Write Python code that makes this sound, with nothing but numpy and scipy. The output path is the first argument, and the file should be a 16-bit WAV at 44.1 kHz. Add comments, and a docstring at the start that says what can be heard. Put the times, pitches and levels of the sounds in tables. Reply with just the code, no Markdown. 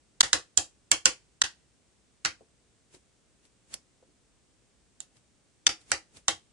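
"""Detented knob of a panel-mounted navigation unit, turned step by step in a quiet, parked cockpit.
At each step a spring rides up a cam and snaps into the next notch; knob and faceplate ring and the
small cabin answers. Fingers rub the knob and the hand bumps the panel, over faint rumble and hiss.
Heard close, in stereo. The hardest snaps clip briefly."""
import sys
import numpy as np
from scipy import signal
from scipy.fft import rfft, irfft
from scipy.io import wavfile
from scipy.ndimage import uniform_filter1d

SR = 44100
rng = np.random.default_rng(int(sys.argv[2]) if len(sys.argv) > 2 else 0)


def persist_wave(psi):
    """Save psi, clipped to +-1, as 16-bit WAV."""
    counts = np.round(np.clip(psi, -1, 1) * 32767).astype(np.int16)
    wavfile.write(sys.argv[1], SR, np.atleast_2d(counts).T)


N = 287884

# Inner knob steps. Each row: start in seconds, gain in dB, four tilts in dB (thump under 1 kHz,
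# knock near 1.6 kHz, clack near 3.3 kHz, ping above 6 kHz), favoured ring in Hz, cancelled band in Hz.
INNER_STEPS = [(0.2075, -5.5, 5.5, 4, .5, 1.5, 3460, 2420), (0.3306, -10, 8.5, 4, 1, 2, 3940, 2300),
               (0.5746, -11.5, 6.5, -5, -1.5, 5, 7300, 2200), (0.9153, -9, 6, 0, 2, 3, 3100, 3780),
               (1.0562, -6, 4.5, -1.5, 0, .5, 2834, 3826), (1.4170, -8, -1.5, 1.5, 2.5, -2.5, 1550, 2293),
               (2.2495, -15, 5, 2, 1.5, -5, 1580, 3376), (2.2578, -19, 2, 3, 2, -3, 1600, 3600),
               (5.0036, -39, 7, -2.5, 2.5, 8, 10330, 2380), (5.667, -4.5, 1, -3.5, -2, -5.5, 3450, 4140),
               (5.9168, -12.5, 6.5, 3.5, -.5, -.5, 8800, 3440), (6.2819, -13, 8, 1.5, 7, 2, 1020, 2480)]
# One step of the outer ring: light, dry, bright. One row, same columns.
OUTER_RING_STEP = (3.7398, -24.5, 4.5, -9, -5, -1, 10470, 4040)
# Spring snap. Each row: frequency in Hz, relative density in dB.
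SNAP_SPECTRUM = [(60, -38), (350, -28.5), (900, -19), (1500, -6), (2400, -7), (3300, -4), (5000, -2),
                 (6300, -1), (8000, 0), (9200, -8.5), (11000, -18)]
# Treble beamed at the right capsule. Each row: frequency in Hz, right minus left in dB.
SNAP_BEAM = [(1000, -3), (3400, -6), (6000, 1), (7200, 15), (8200, 8.5), (10000, 4.5)]
# Snap stereo image. Each row: frequency in Hz, left-right correlation.
SNAP_CORRELATION = [(300, .8), (1400, .2), (2300, .55), (5000, .15), (8000, -0.2)]
# Dense, short-lived faceplate modes. Each row: frequency in Hz, relative density in dB.
PLATE_SPECTRUM = [(60, -29), (350, -26.5), (900, -11), (1450, 0.5), (1900, 0), (2400, -7.5), (3300, 2),
                  (4800, 1.5), (6300, -0.5), (8000, -3), (9200, -11), (11000, -20.5)]
# Knob and faceplate modes. Each row: frequency in Hz, gain in dB, t60 in seconds, right minus left in dB.
KNOB_MODES = [(1457.5, -20.5, 0.048, -1), (1730, -19.5, .03, -3), (2790, -22, 0.02, -1),
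              (3100, -17.5, .025, 0), (3620, -18, 0.015, 1.5), (4080, -15, .028, -1.5),
              (4860, -16.5, 0.029, -0.5), (5670, -16.5, 0.07, 2.5), (5980, -13.5, .025, 1),
              (6978, -11, 0.013, 13.5), (7520, -8.5, .011, 14.5), (9200, -20, 0.013, 5.5)]
# Cabin tail. Each row: frequency in Hz, relative density in dB.
CABIN_SPECTRUM = [(40, -10), (90, -2.5), (170, -12), (400, -9.5), (700, -8), (1100, -4), (1550, 1),
                  (2500, 4), (3200, -0.5), (4000, 1), (4800, 1), (6500, 1), (8000, -2), (8500, -8),
                  (9800, -6), (11000, -22.5)]
# Cabin stereo image. Each row: frequency in Hz, left-right correlation.
CABIN_CORRELATION = [(100, .4), (300, 0.66), (600, 0.39), (1400, 0.11), (2300, 0.13), (4000, .1),
                     (9000, 0.067)]
# Panel and cavity resonances in the tail. Each row: centre in Hz, width in Hz, lift in dB.
PANEL_RESONANCES = [(317.2, 45, 10.5), (522, 65, 8.5), (715, 83, 5), (810, 50, 6.5), (1131.5, 80, 5),
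                    (1400, 25, 4), (1480, 50, 1.5), (1980, 71, 1), (3186, 170, 3), (4650, 250, 3),
                    (5250, 140, 3.5), (5620, 140, 2.5)]
# Brief level dips after three hard snaps. Each row: centre in seconds, gain in dB.
LEVEL_DIPS = [(0.2232, -60), (1.4313, -51), (5.685, -14)]
# Finger rubs on the knob. Each row: peak time in seconds, level in dB.
FINGER_RUBS = [(2.949, -53.5), (3.454, -63), (3.737, -47), (5.17, -63), (5.815, -61), (5.907, -50),
               (6.171, -50.5)]
# Sliding skin. Each row: frequency in Hz, relative density in dB.
RUB_SPECTRUM = [(30, -6), (100, 7), (400, 2.5), (1000, -6), (2500, -3.5), (4000, -6), (8000, -2),
                (11000, -10)]
# Catching skin. Each row: frequency in Hz, relative density in dB.
CATCH_SPECTRUM = [(1000, -20), (3000, -10), (4200, 0), (5500, -10), (11000, -14)]
# Hand bumps on the panel. Each row: start in seconds, gain in dB, resonance in Hz.
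HAND_BUMPS = [(2.4065, -47, 440), (2.943, -51.5, 370), (4.025, -55.5, 519.5), (4.085, -61, 296.6),
              (6.284, -33, 530)]
# Background rumble and hiss. Each row: frequency in Hz, relative density in dB.
FLOOR_SPECTRUM = [(15, -36.5), (25, -13.5), (59, 3.5), (86, -6), (117, -1), (150, -5), (214, -5),
                  (403, -8.5), (457, -10), (635, -14), (976, -18), (4680, -20.5), (8580, -18), (10500, -29),
                  (13600, -54.5), (22000, -120)]
# Background stereo image. Each row: frequency in Hz, left-right correlation.
FLOOR_CORRELATION = [(50, .2), (300, .5), (1500, .3), (8000, 0.23)]

HIT_SAMPLES, LEAD_S = 16384, .02
HIT_GRID_HZ = np.fft.rfftfreq(HIT_SAMPLES, 1 / SR)


def knob():
    """The inner knob turns in runs; between them the outer ring moves one notch."""
    out = np.zeros((2, N))
    for start_s, *row in INNER_STEPS:
        add(out, detent(*row, ring_db=6.5, cabin_db=-12.8), start_s - LEAD_S)
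    start_s, *row = OUTER_RING_STEP
    add(out, detent(*row, ring_db=19.5, cabin_db=-22.5), start_s - LEAD_S)
    return out


def detent(gain_db, thump_db, knock_db, clack_db, ping_db, ring_hz, hollow_hz, ring_db, cabin_db):
    """One step: snap, ring and a cabin tail of the same colour with a milder favoured ring."""
    t = np.arange(HIT_SAMPLES) / SR - LEAD_S
    tilts_db = thump_db, knock_db, clack_db, ping_db
    colour = (*tilts_db, ring_hz, ring_db, hollow_hz)
    tail_colour = (*tilts_db, ring_hz, .4 * ring_db, hollow_hz)
    ripple_db = chatter_db(HIT_GRID_HZ)
    panel_db = sum(db * bell(HIT_GRID_HZ, hz, width_hz) for hz, width_hz, db in PANEL_RESONANCES)
    direct = snap(t, hit_colour_db(HIT_GRID_HZ, *colour) + ripple_db) + ring(t, colour)
    tail = cabin(t, hit_colour_db(HIT_GRID_HZ, *tail_colour) + ripple_db + panel_db)
    lean_right = from_db(spread(1 + .3 * ping_db))
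    return from_db(gain_db) * (lean_right * direct + from_db(cabin_db) * tail)


def snap(t, colour_db, contact_s=.0013, ride_db=-17):
    """The spring scrapes over the cam, chatters into its notch and excites the dense plate modes."""
    ride = from_db(ride_db) * decay(-t, t60_s=.01)
    contact = (t >= 0) * decay(np.maximum(t - contact_s, 0), t60_s=.006)
    beam_db = spread(at_hz(SNAP_BEAM, HIT_GRID_HZ))
    crack = burst(ride + contact, SNAP_SPECTRUM, SNAP_CORRELATION, colour_db + beam_db)
    plate = burst(decay(t, t60_s=.03), PLATE_SPECTRUM, SNAP_CORRELATION, colour_db)
    return from_db(-4) * crack + from_db(-5.5) * plate


def hit_colour_db(hz, thump_db, knock_db, clack_db, ping_db, ring_hz, ring_db, hollow_hz):
    """Grip and speed tilt each snap and favour one ring; the spring's bounce cancels one band."""
    tilt_db = at_hz([(700, thump_db), (1400, knock_db), (2000, knock_db), (3000, clack_db),
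                     (3600, clack_db), (4500, 0), (5600, 0), (7000, ping_db)], hz)
    return tilt_db + ring_db * bell(hz, ring_hz, width_hz=600) - 13 * bell(hz, hollow_hz, width_hz=330)


def chatter_db(hz, scale_db=2.6):
    """Tiny impacts within a snap interfere, leaving ripples a few hundred Hz wide."""
    knots_hz = np.linspace(0, SR / 2, 140)
    ripple = rng.standard_normal(len(knots_hz))
    return scale_db * np.interp(hz, knots_hz, ripple - uniform_filter1d(ripple, size=5))


def ring(t, colour, scatter_db=1.5, left_lag_s=.0001):
    """Each snap strikes the modes with its own strengths; they reach the left capsule later."""
    out = 0
    age_s = t - np.array([[left_lag_s], [0]])
    for k, (hz, db, t60_s, right_db) in enumerate(KNOB_MODES):
        strength, detune = rng.standard_normal(2)
        gain = from_db(db + hit_colour_db(hz, *colour) + scatter_db * strength + spread(right_db))
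        swing = (-1) ** k * np.cos(2 * np.pi * hz * (1 + .012 * detune) * age_s)
        out = out + gain * decay(age_s, t60_s) * swing
    return out


def cabin(t, colour_db, build_s=.004, late_db=-35.5):
    """Reflections off close walls and windows thicken and die fast; a faint late ring remains."""
    build = 1 - np.exp(-np.maximum(t, 0) / build_s)
    fall = np.hypot(decay(t, t60_s=.168), from_db(late_db) * decay(t, t60_s=.51))
    return burst(build * fall, CABIN_SPECTRUM, CABIN_CORRELATION, colour_db)


def dip_gain(half_width_s=.0053):
    """The knob's level dips briefly."""
    t = np.arange(N) / SR
    return from_db(sum(db * np.exp(-((t - s) / half_width_s) ** 4) for s, db in LEVEL_DIPS))


def fingers(rub_tau_s=.021, catch_tau_s=.0016, catch_lift_db=6):
    """Skin slides on the ribbed knob in swells of hiss and catches at the top of each."""
    t = np.arange(N) / SR
    swell, catch = (sum(from_db(db) * np.exp(-abs(t - s) / tau_s) for s, db in FINGER_RUBS)
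                    for tau_s in (rub_tau_s, catch_tau_s))
    slide = swell * noise(RUB_SPECTRUM, CABIN_CORRELATION, N)
    scrape = catch * noise(CATCH_SPECTRUM, CABIN_CORRELATION, N)
    return slide + from_db(catch_lift_db) * scrape


def bumps(attack_s=.002, t60_cycles=40, puff_db=-3.5):
    """A soft hand contact wakes a low panel resonance and a dull puff around it."""
    out = np.zeros((2, N))
    t = np.arange(HIT_SAMPLES) / SR
    for start_s, db, hz in HAND_BUMPS:
        spectrum = [(hz / 4, -14), (hz, 0), (hz * 2, -11), (hz * 4, -40)]
        puff = from_db(puff_db) * noise(spectrum, CABIN_CORRELATION, HIT_SAMPLES)
        envelope = (1 - np.exp(-t / attack_s)) * decay(t, t60_cycles / hz)
        add(out, from_db(db) * envelope * (np.sin(2 * np.pi * hz * t) + puff), start_s)
    return out


def background(rms_db=-67.5):
    """Faint, steady rumble and hiss."""
    return from_db(rms_db) * noise(FLOOR_SPECTRUM, FLOOR_CORRELATION, N)


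def burst(envelope, spectrum, correlation, colour_db):
    """Noisy push through a minimum-phase filter, so every peak rings on after it."""
    cepstrum = irfft(np.log(unit_gain(spectrum, HIT_SAMPLES) * from_db(colour_db)))
    cepstrum[..., 1:HIT_SAMPLES // 2] *= 2
    cepstrum[..., HIT_SAMPLES // 2 + 1:] = 0
    push = envelope * irfft(white_pair(correlation, HIT_SAMPLES))
    return irfft(rfft(push) * np.exp(rfft(cepstrum)))


def noise(spectrum, correlation, samples):
    """Steady stereo noise, rms 1."""
    return irfft(white_pair(correlation, samples) * unit_gain(spectrum, samples), samples)


def white_pair(correlation, samples):
    """Spectra of two correlated white noises."""
    mid, side = rfft(rng.standard_normal((2, samples)))
    alike = np.clip(at_hz(correlation, np.fft.rfftfreq(samples, 1 / SR)), -1, 1)
    return np.sqrt((1 + alike) / 2) * mid + np.sqrt((1 - alike) / 2) * side * [[1], [-1]]


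def unit_gain(spectrum, samples):
    """FFT gains that shape white noise and keep its rms."""
    gain = from_db(at_hz(spectrum, np.fft.rfftfreq(samples, 1 / SR)))
    return gain / np.sqrt(np.mean(gain ** 2))


def at_hz(points, hz):
    """Interpolate over log frequency."""
    knots_hz, values = np.transpose(points)
    return np.interp(np.log(hz + 1), np.log(knots_hz), values)


def bell(hz, centre_hz, width_hz):
    """Gaussian of height 1; width at half height."""
    return np.exp(-np.log(2) * np.square(2 * (hz - centre_hz) / width_hz))


def decay(t, t60_s):
    """Zero before t = 0, then down 60 dB per t60_s."""
    return (t >= 0) * from_db(-60 * np.maximum(t, 0) / t60_s)


def spread(right_db):
    """Split right-minus-left dB over both channels."""
    return np.array([[-.5], [.5]]) * right_db


def from_db(db):
    return 10 ** (np.asarray(db) / 20)


def add(out, sound, start_s):
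    """Mix a sound in at start_s."""
    start = round(start_s * SR)
    out[:, start:start + sound.shape[1]] += sound[:, :N - start]


def scene():
    """Knob and hand over the background."""
    floor = background()
    return dip_gain() * knob() + fingers() + bumps() + floor


def record(dry):
    """The hardest peaks clip; a steep low-pass cuts the top."""
    cutoff_hz = 10750
    lowpass = signal.ellip(10, .1, 70, cutoff_hz, fs=SR, output="sos")
    return signal.sosfilt(lowpass, np.clip(dry, -1, 1))


dry = scene()
out = record(dry)
persist_wave(out)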